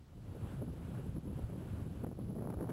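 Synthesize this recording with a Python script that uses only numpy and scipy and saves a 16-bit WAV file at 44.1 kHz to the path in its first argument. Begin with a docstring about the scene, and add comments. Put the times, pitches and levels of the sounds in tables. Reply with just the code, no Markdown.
"""Wind buffeting below a wind turbine

Turbulence at a small microphone makes a lumpy rumble: noise whose spectrum brightens with the flow force.
As a gust builds near the end it turns into a brighter flutter with slaps, which are push-pull pulses.
Behind it, swelling coloured noise makes faint blade swishes, over steady airy noise and a whine of sines.
The recorder limits the peaks and mirrors the low sound as a thin high fizz."""
import sys
import numpy as np
from scipy import signal
from scipy.fft import rfft
from scipy.io import wavfile
from scipy.ndimage import uniform_filter1d

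SR = 44100
rng = np.random.default_rng(int(sys.argv[2]) if len(sys.argv) > 2 else 0)


def bounce(signal):
    """Save signal as a 16-bit WAV file at the path given by the first command-line argument."""
    frames = np.transpose(np.atleast_2d(signal))
    limited = np.clip(frames, -1, 1)
    pcm = np.round(limited * 32767).astype(np.int16)
    wavfile.write(sys.argv[1], SR, pcm)


N = 119952

# force of the flow, which brightens the rumble: time_s, force_db (about the gain at 1 kHz)
FLOW_FORCE = [(0, 1.5), (.3, -1.5), (.6, -1.5), (.85, -1), (1.4, 1), (1.85, -4), (2.15, 3.5), (2.33, 2.5),
              (2.46, 8.5), (2.56, 7.5), (2.65, 11.5), (2.72, 13)]


def amp(db):
    """Level as a logarithm: decibels to an amplitude gain."""
    return 10 ** (np.asarray(db) / 20)


def unit(x):
    """Normalisation: scales to rms 1."""
    return x / np.sqrt(np.mean(x ** 2) + 1e-20)


def read(points, hz):
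    """Interpolation on a log-frequency axis, as pitch is heard."""
    f, value = np.transpose(points)
    return np.interp(np.log(hz + 1), np.log(f + 1), value)


def curve(points):
    """Linear interpolation of a control curve at every sample."""
    return np.interp(np.arange(N) / SR, *np.transpose(points))


def wander(rate_hz):
    """Low-passed noise: random motion of rms 1, from 2 Hz up to about the given rate."""
    hz = np.fft.rfftfreq(N, 1 / SR)
    response = (hz > 2) / (1 + (hz / rate_hz) ** 4)
    return unit(np.fft.irfft(rfft(rng.standard_normal(N)) * response, N))


def noise(colour):
    """Spectral shaping: white noise filtered to a colour, at rms 1."""
    hz = np.fft.rfftfreq(N, 1 / SR)
    response = amp(read(colour, hz)) * hz / (hz + 2)
    return unit(np.fft.irfft(rfft(rng.standard_normal(N)) * response, N))


def bands(x, count=16):
    """Filter bank: splits a sound into overlapping (centre_hz, band) pairs that sum to the whole."""
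    hz = np.fft.rfftfreq(N, 1 / SR)
    spectrum = rfft(x)
    centres = np.geomspace(60, 12000, count)
    return [(centre, np.fft.irfft(spectrum * np.interp(hz, centres, weights), N))
            for centre, weights in zip(centres, np.eye(count))]


def steadied(x):
    """Envelope compression: evens out a share of the slow chance swells in a noise."""
    share, window_s = 0.63, 0.044
    power = uniform_filter1d(x ** 2, size=int(window_s * SR))
    return unit(x / (abs(power) + 1e-9) ** (share / 2))


def buffeting():
    """Turbulent pressure: a rise in flow force lifts the upper bands most, so each quick eddy brightens."""
    # overall rumble level, before the force acts: time_s, level_db
    rumble_level = [(0.0, -65.5), (0.11, -60.5), (0.15, -54.5), (0.45, -43.5), (0.47, -51), (0.63, -38.5),
                    (0.66, -47), (0.68, -41), (0.72, -48.5), (1.02, -43), (1.04, -48), (1.09, -43),
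                    (1.11, -51.5), (1.17, -36.5), (1.22, -57), (1.26, -43.5), (1.45, -46.5), (1.48, -55),
                    (1.5, -44.5), (1.73, -43.5), (1.76, -47.5), (1.82, -41.5), (2.01, -48), (2.04, -40),
                    (2.15, -53.5), (2.18, -46), (2.26, -47.5), (2.31, -40), (2.34, -49), (2.37, -42.5),
                    (2.53, -45.5), (2.57, -53), (2.61, -45), (2.72, -46)]
    # single buffets: centre_s, half_length_s (to 1/e), added_force_db
    single_buffets = [(0.623, .005, 8.5), (0.671, 0.0042, 7), (0.739, 0.0056, 10.5), (1.39, .006, 8),
                      (1.542, .005, 3), (1.61, 0.033, 5), (2.046, 0.005, 10), (2.068, 0.0057, 11),
                      (2.124, 0.0074, 12), (2.196, .005, 12), (2.446, .005, 8.5), (2.505, 0.008, 11),
                      (2.54, 0.0069, 11.5), (2.61, 0.0039, 10.5), (2.701, 0.011, 9)]
    # spectrum in a moderate flow: frequency_hz, density_db
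    buffet_colour = [(30, -31.5), (80, -11), (118, 2), (170, -0.5), (250, -6.5), (500, -19), (1000, -36),
                     (1600, -46), (2500, -63.5), (4000, -73)]
    # how far each pitch follows the force: frequency_hz, share
    follow_share = [(120, 0.017), (300, 0.58), (600, 0.94), (1200, 0.98), (3000, 1.425)]
    # level of the deepest bass: time_s, level_db
    deep_level = [(0.0, -52.5), (0.04, -64), (0.19, -50.5), (0.23, -55), (0.32, -47.5), (0.39, -61),
                  (0.42, -42), (0.66, -55), (0.72, -42.5), (0.75, -53), (0.82, -45), (0.95, -51),
                  (1.17, -44.5), (1.2, -58), (1.26, -47), (1.39, -44.5), (1.43, -43), (1.53, -52),
                  (1.71, -48.5), (1.73, -41), (1.88, -51.5), (1.99, -44), (2.1, -52), (2.27, -45.5),
                  (2.5, -53.5), (2.58, -41), (2.61, -55), (2.72, -54)]
    # spectrum of slow, large eddies: frequency_hz, density_db
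    deep_colour = [(15, -26), (28, -10), (42, -7.5), (65, -0.5), (90, -1), (115, -3), (160, -26.5),
                   (400, -66), (2000, -110)]
    eddy_db, eddy_hz = 4.5, 90.5  # quick eddies vary the force; depth before soft limiting
    lump_db, lump_hz = 0.95, 25.2  # slower lumps vary the level
    t = np.arange(N) / SR

    soft_eddies = 2 * np.tanh(wander(eddy_hz) / 2)
    force = curve(FLOW_FORCE) + eddy_db * soft_eddies
    for centre_s, half_s, db in single_buffets:
        force = force + db * np.exp(-((t - centre_s) / half_s) ** 2)

    flow = np.zeros(N)
    for hz, band in bands(steadied(noise(buffet_colour))):
        flow += band * amp(read(follow_share, hz) * force)
    deep = steadied(noise(deep_colour)) * amp(curve(deep_level))
    return deep + flow * amp(curve(rumble_level) + lump_db * wander(lump_hz))


def rush(colour):
    """Broadband flow noise: distant rushing air whose bands drift a little on their own."""
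    drift_db, drift_hz = 1, 16
    return sum(band * amp(drift_db * wander(drift_hz)) for _, band in bands(noise(colour)))


def open_air():
    """Stationary flow noise: steady wind over open ground."""
    # spectrum: frequency_hz, density_db
    air_colour = [(100, 9), (500, 1.5), (1200, -3), (2000, -9.5), (3200, -10), (4500, -12.5), (6000, -16),
                  (8000, -17), (9000, -22), (13000, -26.5), (16000, -20)]
    return amp(-66.5) * rush(air_colour)


def turbine():
    """Amplitude modulation: flow noise swells and fades as each blade sweeps by, over a faint machine whine."""
    # blade swishes: top_s, rise_s, fall_s, level_db
    blade_swishes = [(.37, .13, .08, -65), (.505, 0.074, 0.074, -57.5), (.96, 0.21, 0.14, -59.5),
                     (1.39, 0.092, 0.1, -61.5), (1.63, 0.091, 0.16, -62), (1.79, 0.13, 0.075, -61),
                     (2.0, 0.09, 0.058, -62)]
    # air rushing over a blade: frequency_hz, density_db
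    swish_colour = [(200, -1), (600, 5), (1000, -1), (1450, -2.5), (2000, -11), (2900, -10.5),
                    (4200, -19.5), (5800, -26.5), (8000, -19), (9200, -22.5), (11000, -43.5), (13000, -26),
                    (16000, -42)]
    # whine of the machinery: pitch_hz, level_db
    whine_tones = [(2298, -94), (2999, -90.5), (8027, -98)]
    t = np.arange(N) / SR

    power = np.zeros(N)  # overlapping swishes add as powers
    for top_s, rise_s, fall_s, db in blade_swishes:
        width_s = np.where(t < top_s, rise_s, fall_s)
        power += amp(db) ** 2 * np.exp(-((t - top_s) / width_s) ** 2)

    whine = np.zeros(N)
    for hz, db in whine_tones:
        pitch_hz = hz + 2 * wander(5.7)
        whine += amp(db) * unit(np.sin(2 * np.pi * np.cumsum(pitch_hz) / SR))
    return np.sqrt(power) * rush(swish_colour) + whine


def vortex(scale_ms, peak_db):
    """Vortex pressure: a small vortex crosses the microphone port as a push, then a pull."""
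    u = np.arange(-1200, 1200) / SR * 1000 / scale_ms
    pulse = -np.tanh(u) / np.cosh(np.clip(u / 2, -20, 20)) ** 2
    return amp(peak_db) * pulse / pulse.max()


def add(mix, s, sound):
    """Superposition: mixes in a short sound centred on time s."""
    start = max(round(s * SR) - len(sound) // 2, 0)
    part = mix[start:][:len(sound)]
    part += sound[:len(part)]


def slaps():
    """Impulsive pressure: big vortex slaps, and a random patter of small ones while the force is high."""
    # slaps of air on the port, the longer ones dull thuds: centre_s, scale_ms, peak_db
    big_slaps = [(.6295, .6, -36), (1.094, 1.8, -37), (1.1745, .7, -38), (1.3945, .42, -39),
                 (1.439, 2.0, -36), (1.4995, .55, -40), (2.0468, .235, -32), (2.0667, .24, -44),
                 (2.1155, .35, -42.5), (2.1905, .45, -38), (2.2385, 1.2, -38), (2.2935, .8, -36),
                 (2.3655, .45, -39), (2.4232, .27, -38), (2.4535, .26, -41), (2.4738, .27, -34),
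                 (2.4875, .35, -40), (2.5015, .29, -37), (2.5272, .2, -44), (2.5715, .45, -39),
                 (2.59, .22, -43), (2.6155, .38, -37), (2.6445, .26, -41), (2.675, .3, -41),
                 (2.6925, .27, -36)]
    patter_per_s, patter_ms, patter_db = 70, 0.41, -45  # rate at full force; middle length and level
    from_db, full_db = 2.5, 12  # force at which the patter starts and is densest
    out = np.zeros(N)
    for s, scale_ms, db in big_slaps:
        add(out, s, vortex(scale_ms, db))

    strong = np.clip((curve(FLOW_FORCE) - from_db) / (full_db - from_db), 0, 1)
    chance, length, side = rng.random((N, 3)).T
    for i in np.flatnonzero(chance < strong * patter_per_s / SR):
        scale = 2 ** (length[i] - .5)  # longer ones are also louder
        sign = np.sign(side[i] - .5)
        add(out, i / SR, sign * scale * vortex(patter_ms * scale, patter_db))
    return out


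def scene():
    """Superposition of near and distant sources; a high-pass microphone response drops the lowest bass."""
    fade_in = amp(curve([(0, -2), (.35, 0)]))  # time_s, level_db
    background = (turbine() + open_air()) * fade_in
    mix = buffeting() + slaps() + background
    bass_cut = signal.butter(2, 25.5, "high", fs=SR)  # Hz
    return signal.lfilter(*bass_cut, mix)[None]


def record(dry):
    """Peak limiting, then modulation that puts mirror images of the low sound in the treble, then a band limit."""
    # pitches around which the low sound is mirrored: carrier_hz
    mirror_hz = [11025, 14950]
    # strength of each mirror image at an offset of 1 kHz: level_db
    mirror_db = [-20.5, -29.5]
    limit_db, recover_db_per_s = -30.5, 297
    mirror_knee_hz, edge_hz = 1620, 15800
    t = np.arange(N) / SR

    # a peak detector that jumps up at once and falls at a steady rate
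    fall_db = recover_db_per_s * t
    level_db = 20 * np.log10(abs(dry[0]) + 1e-9)
    peak_db = np.maximum.accumulate(level_db + fall_db) - fall_db
    reduction_db = uniform_filter1d(np.maximum(peak_db - limit_db, 0), size=90)
    x = dry[0] / amp(reduction_db)

    # the slope of the low sound, scaled to unit gain at 1 kHz, modulates each carrier
    low = signal.lfilter(*signal.butter(2, mirror_knee_hz, fs=SR), x)
    slope = np.gradient(low) * SR / (2 * np.pi * 1000)
    x = x + sum(2 * amp(db) * slope * np.cos(2 * np.pi * hz * t) for hz, db in zip(mirror_hz, mirror_db))
    band_limit = signal.firwin(511, edge_hz, window=("kaiser", 9), fs=SR)
    return signal.oaconvolve(x, band_limit, "same")[None]


dry = scene()
out = record(dry)
bounce(out)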